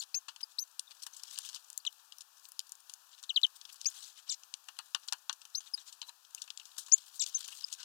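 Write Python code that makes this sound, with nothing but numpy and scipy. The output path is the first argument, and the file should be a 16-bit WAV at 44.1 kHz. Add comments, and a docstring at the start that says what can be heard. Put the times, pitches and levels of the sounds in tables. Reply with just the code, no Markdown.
"""At a seed feeder on twigs beside a window, small birds peck, hop and flutter and give short thin calls.
Whistles are gliding near-sines, scolds are harmonic stacks filtered by the beak, and contacts are noise
bursts that ring husk and perch; wings are shaped noise, scrapes and a few taps ring narrowly.
Short reflections follow the birds. A faint city wash lies underneath.
The scene is on the left; the right holds only converter hiss."""
import sys
import numpy as np
from scipy import signal
from scipy.fft import rfft, irfft
from scipy.io import wavfile
from scipy.ndimage import uniform_filter1d

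SR = 44100
rng = np.random.default_rng(int(sys.argv[2]) if len(sys.argv) > 2 else 0)


def generate_wav(signal):
    """Clip the signal to [-1, 1] and save it as 16-bit WAV at the path in sys.argv[1]."""
    frames = np.transpose(np.atleast_2d(signal))
    scaled = np.clip(frames, -1, 1) * 32767
    pcm = np.round(scaled).astype(np.int16)
    wavfile.write(sys.argv[1], SR, pcm)


N = 345744  # samples

# All source levels stand ahead of the preamplifier gain and the filters.
# Spectrum of the city wash. Each row: frequency in Hz, density in dB per Hz.
CITY_SPECTRUM = [(59, -82), (100, -33), (198, -30.5), (409, -24.5), (844, -3.5), (1000, -0.5), (1470, -2),
                 (1780, -5), (2110, -24), (2450, -7.5), (3030, -5), (6270, -4), (9200, -8.5), (15000, -8),
                 (16400, -26)]
CITY_DB = -67  # rms
# Spectrum of feather noise. Each row: frequency in Hz, density in dB per Hz.
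FEATHER_SPECTRUM = [(400, -41), (700, -21.5), (1000, -13), (1500, -9), (2100, -17.5), (3000, 0.5),
                    (4000, 1.5), (6000, 0.5), (8200, -1.5), (9500, -8), (12000, -13.5), (15300, -16),
                    (16200, -26.5)]
# Level curves of restless rustling, one list a passage. Each row: time in seconds, level in dB.
FLUTTER_CURVES = [
    [(0.95, -69), (1.11, -78.5), (1.258, -61), (1.358, -58.5), (1.428, -56.5), (1.616, -68.5), (1.65, -87)],
    [(3.5, -88), (3.688, -74.5), (3.884, -60), (3.984, -66), (4.25, -76)],
    [(5.5, -74), (5.642, -66), (5.748, -95), (5.936, -82), (6.054, -84), (6.15, -96)],
    [(6.3, -77), (6.384, -67), (6.534, -74), (6.998, -61.5), (7.216, -79), (7.368, -56), (7.84, -62.5)],
]
# Single wing strokes and feather shuffles. Each row: centre in seconds, level in dB, length in seconds,
# brightness in dB per octave.
WING_STROKES = [(0.018, -49.5, .022, 0.5), (0.412, -54, 0.011, -5), (0.516, -65, 0.036, 2),
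                (0.915, -57, .017, -4), (1.033, -50, 0.017, 2), (1.142, -59, 0.025, 2),
                (1.341, -51.5, 0.025, 1.5), (1.462, -50, .018, 3.5), (1.549, -52.5, 0.02, 0),
                (1.928, -59, 0.0063, 7), (2, -67, 0.014, -1), (2.451, -61, 0.027, 8),
                (3.131, -62, 0.032, -3.5), (3.19, -64.5, 0.028, -1.5), (3.565, -57, 0.015, 5.5),
                (3.699, -53, 0.011, -6), (3.731, -54, 0.012, 6.5), (3.976, -54, .059, 1),
                (4.035, -54.5, 0.022, 0.5), (4.076, -57.5, 0.066, 1.5), (4.183, -59, 0.036, -3),
                (4.291, -60, 0.034, -4.5), (5.034, -64, 0.03, -1), (5.672, -58.5, 0.023, -2.5),
                (5.806, -61, .037, -1.5), (5.884, -55.5, .029, -1), (6.081, -61, 0.029, 3),
                (7.076, -64.5, 0.031, 12), (7.156, -57, 0.04, 5.5), (7.282, -50.5, 0.034, 3),
                (7.525, -54.5, 0.022, -9), (7.554, -59.5, 0.066, 8), (7.809, -52, .026, -6)]
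# Short narrow ringing sounds: claw scrapes over mesh or bark and a few ringing taps. Each row: centre in
# seconds, level in dB, length in seconds, resonance in Hz.
NARROW_RINGS = [(0.004, -43, 0.009, 4410), (.877, -60.5, 0.012, 3660), (1.136, -50.5, 0.005, 6250),
                (1.804, -56.5, 0.0074, 4600), (3.351, -56, .015, 4560), (4.82, -71, 0.015, 4130),
                (5.786, -51.5, 0.015, 3940), (6.025, -57.5, 0.011, 995), (6.034, -53.5, 0.026, 4060),
                (6.091, -54, .017, 4000), (6.097, -61.5, 0.025, 990), (6.381, -56, .011, 2760),
                (6.482, -50.5, 0.0074, 2820), (6.617, -59, 0.0078, 2790), (7.802, -62.5, 0.032, 1530)]
# Beak and claw contacts. Each row: time near the contact's peak in seconds, level in dB, thud setting of the
# perch in dB, brightness in dB per octave, time to decay by 60 dB in seconds.
CONTACTS = [(0.0367, -46.5, -20, -4, 0.026), (0.2843, -44.5, 0, -8.5, 0.074),
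            (0.3622, -45.5, -17.5, -8, 0.016), (0.4127, -54, -14, 10, 0.042),
            (0.7946, -29.5, -51, -3.5, 0.015), (1.066, -39.5, -13, 1.5, 0.035), (1.166, -50, -32, 0, 0.091),
            (1.196, -52, -15, -5, 0.035), (1.2352, -36.5, -30, -1.5, .01), (1.377, -43.5, -15, -8, 0.062),
            (1.3874, -30.5, -29, 2, 0.012), (1.4895, -43, -16.5, -5, 0.047),
            (1.5305, -47.5, -16, -6, 0.017), (1.546, -40.5, -35, -7, 0.016), (1.56, -44.5, -12, -5, 0.069),
            (1.702, -36.5, -31, 8, 0.0048), (1.73, -43, -31, 4, .007), (1.7773, -28.5, -47, 8, 0.0085),
            (1.851, -41, -18.5, -9, 0.021), (2.1226, -49.5, -16, -10, 0.032),
            (2.1843, -43.5, -38, 6, 0.0089), (2.208, -46.5, -25.5, -3, 0.038), (2.2183, -48, -26, -4, 0.02),
            (2.454, -43.5, -34, -16, 0.0065), (2.487, -50, -23.5, 14.5, .031),
            (2.5196, -38.5, -30.5, 13, 0.0044), (2.5931, -28.5, -46, -0.5, 0.0083),
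            (2.6023, -43.5, -38, -11, 0.015), (2.6934, -51.5, -22, 4, 0.023),
            (2.7206, -34.5, -35, 7.5, 0.0059), (2.753, -51, -32, 4, 0.012), (2.8963, -44.5, -18, -2, 0.033),
            (2.9378, -42, -40, 2, 0.018), (3.2291, -45, -21, 4, 0.014), (3.237, -47, -15.5, -5, 0.048),
            (3.415, -47, -31, -9, .028), (3.466, -48, -19, -7, 0.018), (3.6136, -47.5, -21, -5, 0.022),
            (3.6524, -44.5, -20, -10.5, 0.023), (3.7436, -48, -22, 10, 0.0086),
            (3.8142, -39.5, -42, -4, 0.015), (3.8466, -42.5, -35, -7, 0.017), (3.9, -48.5, -30, 9, 0.029),
            (4.435, -48, -27, -6, 0.011), (4.54, -32.5, -36, -11, 0.012), (4.6858, -42, -8.5, -4.5, .023),
            (4.768, -57, -18.5, -3, 0.018), (4.7888, -38, -6, -4, 0.019), (4.939, -64, -21, -4, 0.013),
            (4.948, -25, -15, -10, 0.018), (5.078, -48, -19, 4, 0.019), (5.0848, -37.5, -25, -8, 0.036),
            (5.1249, -27.5, -11.5, -5.5, .014), (5.132, -32, -19.5, -2, 0.011),
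            (5.2962, -29, -12, -10.5, .016), (5.3282, -43.5, -24, -3, 0.029), (5.4165, -51, -14, -8, .039),
            (5.453, -45.5, -18, -2, .018), (5.6056, -49.5, -14, -9, 0.028), (5.7767, -48, -11.5, -4, 0.012),
            (5.9264, -50.5, -30, -4.5, .066), (6.017, -38.5, -23, -14, 0.028),
            (6.028, -47.5, -14, -21, 0.022), (6.0936, -43.5, -17, -3, 0.012),
            (6.2492, -58, -32, -11, 0.038), (6.3481, -34.5, -35, 5, 0.011), (6.419, -40.5, -28, -4, 0.041),
            (6.4403, -52, -18, -4, .025), (6.4776, -50, -11.5, -10, 0.017),
            (6.5035, -40, -22.5, -9.5, 0.019), (6.575, -39, -40, -5, 0.012),
            (6.5983, -45, -18, -12.5, 0.026), (6.6548, -51.5, -31, -1, .042), (6.7815, -40.5, -11, 2, 0.13),
            (6.863, -52.5, -31, -2, .051), (6.8837, -54, -7.5, 1, .038), (6.9794, -45.5, -42, -4, .022),
            (7.2635, -35, -35, -7, 0.018), (7.3912, -45.5, -28, 12, 0.021),
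            (7.4794, -41.5, -18, 3.5, 0.021), (7.4853, -40, -29, -13, 0.013), (7.719, -53, -6, -3, .11),
            (7.7267, -38, -32.5, -3.5, 0.048), (7.738, -44, -33, -2, 0.024), (7.8307, -44, -18, -8, .034)]
# Spectrum of a click. Each row: frequency in Hz, density in dB per Hz.
CLICK_SPECTRUM = [(900, -61), (2100, -38), (2900, -5), (4500, -1), (7000, 1.5), (10000, -4), (14000, -15),
                  (16500, -23)]
# Dense, damped modes of the wooden perch. Each row: frequency in Hz, density in dB per Hz.
PERCH_SPECTRUM = [(300, -28), (600, -29), (880, -3.5), (980, -2.5), (1100, -1), (1450, -2.5), (1750, -3.5),
                  (2100, -22.5), (2900, 0.5), (3600, -14.5), (4400, -1), (5200, -25.5), (7000, -46)]
# Light contacts ring the thin husk, firm ones the wood. Each row: thud setting in dB, typical ring in Hz.
RING_BY_THUD = [(-29, 6580), (-19.5, 4860), (-19, 2500)]
RING_SPREAD = 0.16  # standard deviation of the log frequency
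PERCH_T60 = 0.044  # s
# Scolding calls, one list a call. Each row: time in seconds, pitch in Hz, effort in dB, roughness from 0 to 1.
SCOLD_CALLS = [
    [(4.289, 3550, -55, 0.1), (4.295, 6300, -48.5, 0.04), (4.3005, 4250, -34.5, 0.3),
     (4.304, 3654, -46.5, 0.14), (4.317, 3610, -45, 0.42), (4.325, 2200, -45.5, 0.3),
     (4.335, 1430, -53.5, 0.7), (4.349, 1284, -56, .8)],
    [(7.193, 6990, -55, 0.1), (7.197, 5900, -43, 0.15), (7.202, 3770, -43.5, 0), (7.211, 3810, -40, 0.32),
     (7.218, 3430, -43.5, 0.1), (7.225, 2134, -38.5, 0.35), (7.232, 1595, -50.5, 0.15),
     (7.243, 1197, -42, 0.3)],
]
# Resonance of the beak. Each row: frequency in Hz, gain in dB.
BEAK_RESONANCE = [(1500, -47), (2500, -4), (3700, 4.5), (5500, 12), (7400, 14.5), (9000, -12),
                  (11500, -9.5), (15000, -37)]
PANE_S, PANE_DB = .0017, -5  # the glass echoes the scolding bird, so its glides beat
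# Whistled calls; the row at 6.9158 is the soft lead-in of the next one. Each row: start in seconds, length
# in seconds, first pitch in Hz, settled pitch in Hz, glide time in seconds, drift in Hz per ms, time of the
# swell's peak after the start in seconds, level in the glide in dB, after it in dB, at the swell in dB,
# octave's starting level in dB, echoes in dB.
WHISTLE_CALLS = [(0, 0.013, 7000, 7050, 0.00097, -4, 0.0074, -16.5, -40, -48, -58, -13),
                 (.142, 0.043, 4160, 6400, 0.0063, -0.5, .04, -33, -40, -41.5, -52.5, -4),
                 (0.43, 0.013, 5100, 5090, 0.0017, -18, 0.011, -29, -37.5, -37.5, -55, -20),
                 (.5835, 0.05, 3820, 6350, 0.0095, -4, 0.055, -33.5, -50, -37.5, -46.5, -9.5),
                 (1.863, 0.02, 4750, 2980, 0.0058, -9.5, .017, -35, -34, -37, -44, -13),
                 (3.292, 0.025, 4730, 3040, 0.0062, -15.5, 0.013, -37.5, -36, -36, -52, -3.5),
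                 (3.359, .025, 5010, 3295, 0.0054, -19, 0.023, -26.5, -28.5, -30, -51, -7.5),
                 (3.431, 0.025, 4840, 3360, 0.0054, -18.5, 0.027, -24.5, -27.5, -28.5, -51.5, -9),
                 (3.855, 0.031, 4610, 6690, 0.0089, -3.5, 0.032, -31.5, -30, -30, -58, -4),
                 (5.547, 0.043, 3760, 6410, 0.0085, -4, 0.037, -34, -49, -37, -56.5, -5.5),
                 (5.736, 0.0176, 5130, 5176, 0.0016, -20, 0.0055, -28, -38, -32, -48.5, -21),
                 (6.9158, .0065, 4320, 5630, .003, 0, .006, -34, -39, -38, -85, -10),
                 (6.9202, 0.025, 5540, 6390, 0.004, 24.5, 0.024, -21, -25.5, -11.5, -62, -23),
                 (7.344, 0.034, 5300, 6440, 0.0041, -11, .009, -34.5, -29.5, -30, -75, -9),
                 (7.64, 0.011, 5200, 5080, 0.0017, -15, 0.0044, -35, -31.5, -34, -63, -22)]
# A second, low voice at the start of some rising calls. Each row: centre in seconds, half length in seconds,
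# level in dB, pitch at the centre in Hz.
LOW_VOICES = [(0.146, 0.0043, -48.5, 2510), (3.86, 0.0039, -47, 2500), (6.92, 0.0029, -54.5, 2550)]
# Echoes near the glass, at the perch of the falling calls. Each row: delay in seconds, level in dB
# relative to the call's echo setting. They beat with a gliding tone.
GLASS_ECHOES = [(.0013, -1.5)]
# Echoes off frame and feeder at the other perches. Each row: delay in seconds, level in dB
# relative to the call's echo setting.
FRAME_ECHOES = [(.00065, -11), (.0031, -7.5), (.0078, -10)]
TWELFTH_DB = -36.5  # third partial of the whistles against the first, below 4200 Hz only
RISE_BEND, FALL_BEND = 2.07, 0.98  # a rising glide starts lazily, a falling one at once
GLIDE_ENDS, HOLD_STARTS = 1.1, 1.9  # in glide times
SWELL_BEND = 1.5  # the swell grows late
FADE_DB_PER_S = -650  # after the swell
ATTACK_S, RELEASE_S = 0.0037, .004
TAIL_DB, TAIL_T60 = -17, 0.052  # scatter from the pane, frame and feeder; time in s
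EDGE_HZ = 16500  # upper band limit


def amp(db):
    """Converts a level in decibels to an amplitude ratio."""
    return 10 ** (np.asarray(db) / 20)


def evened(x):
    """Normalizes a signal to unit rms."""
    return x / np.sqrt(np.mean(x ** 2) + 1e-20)


def add(mix, s, sound):
    """Superposes a sound on the mix from s seconds, as pressures add linearly."""
    part = mix[max(round(s * SR), 0):][:len(sound)]
    part += sound[:len(part)]


def read(points, hz):
    """Interpolates a spectrum on a logarithmic frequency axis."""
    f, db = np.transpose(points)
    return np.interp(np.log(hz + 1), np.log(f), db)


def hiss(length, points, tilt_db=0.):
    """Filters white noise by a spectrum, tilted per octave about 5 kHz; expected rms 1."""
    hz = np.fft.rfftfreq(length, 1 / SR)
    octaves = np.log2(np.clip(hz, 2500, SR) / 5000)  # no further tilt under 2500 Hz
    gain = amp(read(points, hz) + tilt_db * octaves)
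    noise = irfft(rfft(rng.standard_normal(length)) * gain, length)
    return noise / np.sqrt(np.mean(gain ** 2))


def wander(smooth_s):
    """Averages white noise twice into a slow random curve of rms 1."""
    span = max(round(smooth_s * SR), 2)
    once = uniform_filter1d(rng.standard_normal(N), span)
    return evened(uniform_filter1d(once, span))


def spread(rows):
    """Interpolates the columns of a curve table linearly in time at the sample rate."""
    s, *columns = np.transpose(rows)
    t = np.arange(s[0], s[-1], 1 / SR)
    return t, [np.interp(t, s, column) for column in columns]


def city():
    """Distant traffic merges into broadband noise whose level wavers slightly."""
    return amp(CITY_DB + 0.67 * wander(0.13)) * hiss(N, CITY_SPECTRUM)


def scatter(x):
    """Many close reflections act as convolution with exponentially decaying noise."""
    t = np.arange(6000) / SR
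    tail = rng.standard_normal(len(t)) * amp(-60 * t / TAIL_T60) * (t > .003)
    return amp(TAIL_DB) * signal.oaconvolve(x, tail / np.linalg.norm(tail))[:N]


def scrabble():
    """Faint shuffles of claws and seed form a random pulse train, on average 30 puffs a second."""
    size_db = 2.2 * np.minimum(rng.exponential(1, N), 3)
    pulses = amp(size_db) * (rng.random(N) < 30 / SR)
    puffs = signal.oaconvolve(pulses, np.hanning(500))[:N]
    return amp(-70.0) * puffs * hiss(N, CLICK_SPECTRUM)


def flutter():
    """Restless feathers modulate broadband noise in uneven puffs between the clear strokes."""
    level = np.zeros(N)
    for rows in FLUTTER_CURVES:
        t, (db,) = spread(rows)
        add(level, t[0], amp(db) * signal.windows.tukey(len(t), .05))
    puffs = amp(2.4 * wander(0.0048) + 3.5 * wander(0.0041))
    return level * hiss(N, FEATHER_SPECTRUM) * puffs


def stroke(s, level_db, length, tilt_db):
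    """A wing stroke is feather noise with random grain under a smooth swell."""
    count = round(2.1 * length * SR)  # the swell is about one length wide at half height
    grain = amp(3.37 * evened(uniform_filter1d(rng.standard_normal(count), 60)))
    sound = hiss(count, FEATHER_SPECTRUM, tilt_db) * grain * np.hanning(count)
    return s - count / SR / 2, amp(level_db) * sound


def patchy(x, depth_db):
    """Random gains colour the time-frequency plane in patches of about 860 Hz by 10 ms."""
    z = signal.stft(x, nperseg=256, noverlap=192)[2]
    field = rng.standard_normal(z.shape[::-1]).T
    field = uniform_filter1d(field, size=5, axis=0)  # along frequency
    field = evened(uniform_filter1d(field, size=7, axis=1))  # along time
    return signal.istft(z * amp(depth_db * field), nperseg=256, noverlap=192)[1][:N]


def narrow_ring(s, level_db, length, hz):
    """Uneven random impulses, as of a scraping claw, excite one narrow resonance under a short swell."""
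    count = round(2 * length * SR)
    impulses = rng.standard_normal(count) * amp(1.8 * rng.standard_normal(count))
    ring = signal.iirpeak(hz, np.sqrt(hz / 30), SR)
    ringing = signal.lfilter(*ring, signal.lfilter(*ring, impulses))
    return s - count / SR / 2, amp(level_db) * evened(ringing) * np.hanning(count)


def tap(s, level_db, thud_db, tilt_db, t60):
    """An impact excites damped resonances: a crack rings the husk, a firm one also knocks the perch."""
    t = np.arange(4096) / SR
    husk_hz = np.interp(thud_db, *np.transpose(RING_BY_THUD)) * np.exp(RING_SPREAD * rng.standard_normal())
    rise_s = .001 + 0.053 * t60  # longer contacts also start more softly
    rise = np.minimum(t / rise_s, 1) ** 2
    snap = 0.34 * amp(-60 * np.maximum(t - rise_s, 0) / 0.0046)
    grainy_tail = 0.94 * amp(-60 * t / t60)
    crack = hiss(len(t), CLICK_SPECTRUM, tilt_db) * rise * (snap + grainy_tail)
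    husk = signal.lfilter(*signal.iirpeak(husk_hz, 7.0, SR), crack)
    perch_decay = amp(-60 * t / PERCH_T60) + 0.21 * amp(-25 * t / PERCH_T60)
    knock = hiss(len(t), PERCH_SPECTRUM) * rise * perch_decay
    sound = 1.397 * crack + 1.28 * husk + amp(thud_db + 5.0) * knock
    return s - .7 * rise_s, amp(level_db) * sound


def scold(rows):
    """Source and filter: a harmonic stack, mostly falling, passes the fixed beak resonance, variably hoarse."""
    t, (hz, effort_db, rough) = spread(rows)
    rough = np.clip(rough, 0, 1)
    shake = uniform_filter1d(rng.standard_normal((9, len(t))), size=30)
    shake = evened(uniform_filter1d(shake, size=30))  # row 0 shakes the pitch, the others one partial each
    hz = uniform_filter1d(hz, size=150, mode="nearest")  # the pitch bends smoothly
    phase = 2 * np.pi * np.cumsum(hz * (1 + 0.0091 * rough * shake[0])) / SR
    voice = amp(-19) * hiss(len(t), BEAK_RESONANCE)  # air hisses through the beak
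    for k in range(1, 9):
        partial_gain = amp(read(BEAK_RESONANCE, k * hz) - 1.08 * k)
        voice += partial_gain * np.sin(k * phase) * (1 - rough + rough * shake[k])
    call = np.pad(amp(effort_db) * voice * signal.windows.tukey(len(t), .06), (0, 200))
    return t[0], call + amp(PANE_DB) * np.roll(call, round(PANE_S * SR))


def whistle(start, length, first_hz, settled_hz, glide, drift, swell,
            glide_db, hold_db, swell_db, octave_db, echoes_db):
    """A gliding near-sine has weak overtones; in some rising calls the syrinx's second side joins briefly."""
    t = np.arange(0, length, 1 / SR)
    rising = settled_hz > first_hz
    bend = RISE_BEND if rising else FALL_BEND
    hz = settled_hz + (first_hz - settled_hz) * np.exp(-(t / glide) ** bend) + drift * 1000 * t
    phase = 2 * np.pi * np.cumsum(hz) / SR

    ramps = np.minimum(t / ATTACK_S, (length - t) / RELEASE_S)
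    shape = np.sin(np.pi / 2 * np.clip(ramps, 0, 1)) ** 2
    hold = HOLD_STARTS * glide
    db = np.interp(t, [GLIDE_ENDS * glide, hold], [glide_db, hold_db])
    swelling = np.clip((t - hold) / max(swell - hold, .001), 0, 1) ** SWELL_BEND
    db += (swell_db - hold_db) * swelling
    level = shape * amp(db + FADE_DB_PER_S * np.maximum(t - swell, 0))

    # airflow roughens the tone
    breath = evened(np.convolve(rng.standard_normal(len(t)), np.hanning(48), "same"))
    tone = level * (1 + 0.021 * breath) * np.sin(phase)
    octave_level = shape ** 3.2 * amp(octave_db - 230 * t)  # fades by 230 dB per second
    tone += octave_level * (1 + .3 * breath) * np.sin(2 * phase)
    tone += amp(TWELFTH_DB) * level * (hz < 4200) * np.sin(3 * phase)

    unsteady = evened(uniform_filter1d(rng.standard_normal(len(t)), size=60))
    for s, half, low_db, low_hz in LOW_VOICES:
        u = t + start - s
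        low = 2 * np.pi * low_hz * (u + 10.0 * u ** 2) + .5 * unsteady  # it glides up a little
        low_level = amp(low_db) * np.exp(-(u / half) ** 2)
        tone += low_level * (np.sin(low) + np.sin(phase + low))  # with its sum tone

    call = np.pad(np.sqrt(2) * tone * signal.windows.tukey(len(t), .08), (0, 600))
    sound = call.copy()
    for delay, echo_db in FRAME_ECHOES if rising else GLASS_ECHOES:
        sound += amp(echoes_db + echo_db) * np.roll(call, round(delay * SR))
    return start, sound


def scene():
    """Direct sound and scatter of the birds superpose on the city, on the left only."""
    feathers = flutter() + scrabble()
    for row in WING_STROKES:
        add(feathers, *stroke(*row))
    birds = patchy(feathers, 2.8)
    for row in NARROW_RINGS:
        add(birds, *narrow_ring(*row))
    for row in CONTACTS:
        add(birds, *tap(*row))
    for rows in SCOLD_CALLS:
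        add(birds, *scold(rows))
    for row in WHISTLE_CALLS:
        add(birds, *whistle(*row))
    thin = signal.butter(3, 450, "high", fs=SR, output="sos")  # the birds' sounds are thinned below about 450 Hz
    left = signal.sosfilt(thin, birds + scatter(birds)) + city()
    return np.array([left, np.zeros(N)])


def record(dry):
    """A linear chain doubles the amplitude and limits the band; converter noise adds to both channels."""
    edge = signal.firwin(511, EDGE_HZ, window=("kaiser", 9), fs=SR)
    limited = signal.oaconvolve(2 * dry, edge[None], "same")
    return limited + amp(-96) * rng.standard_normal(dry.shape)


dry = scene()
out = record(dry)
generate_wav(out)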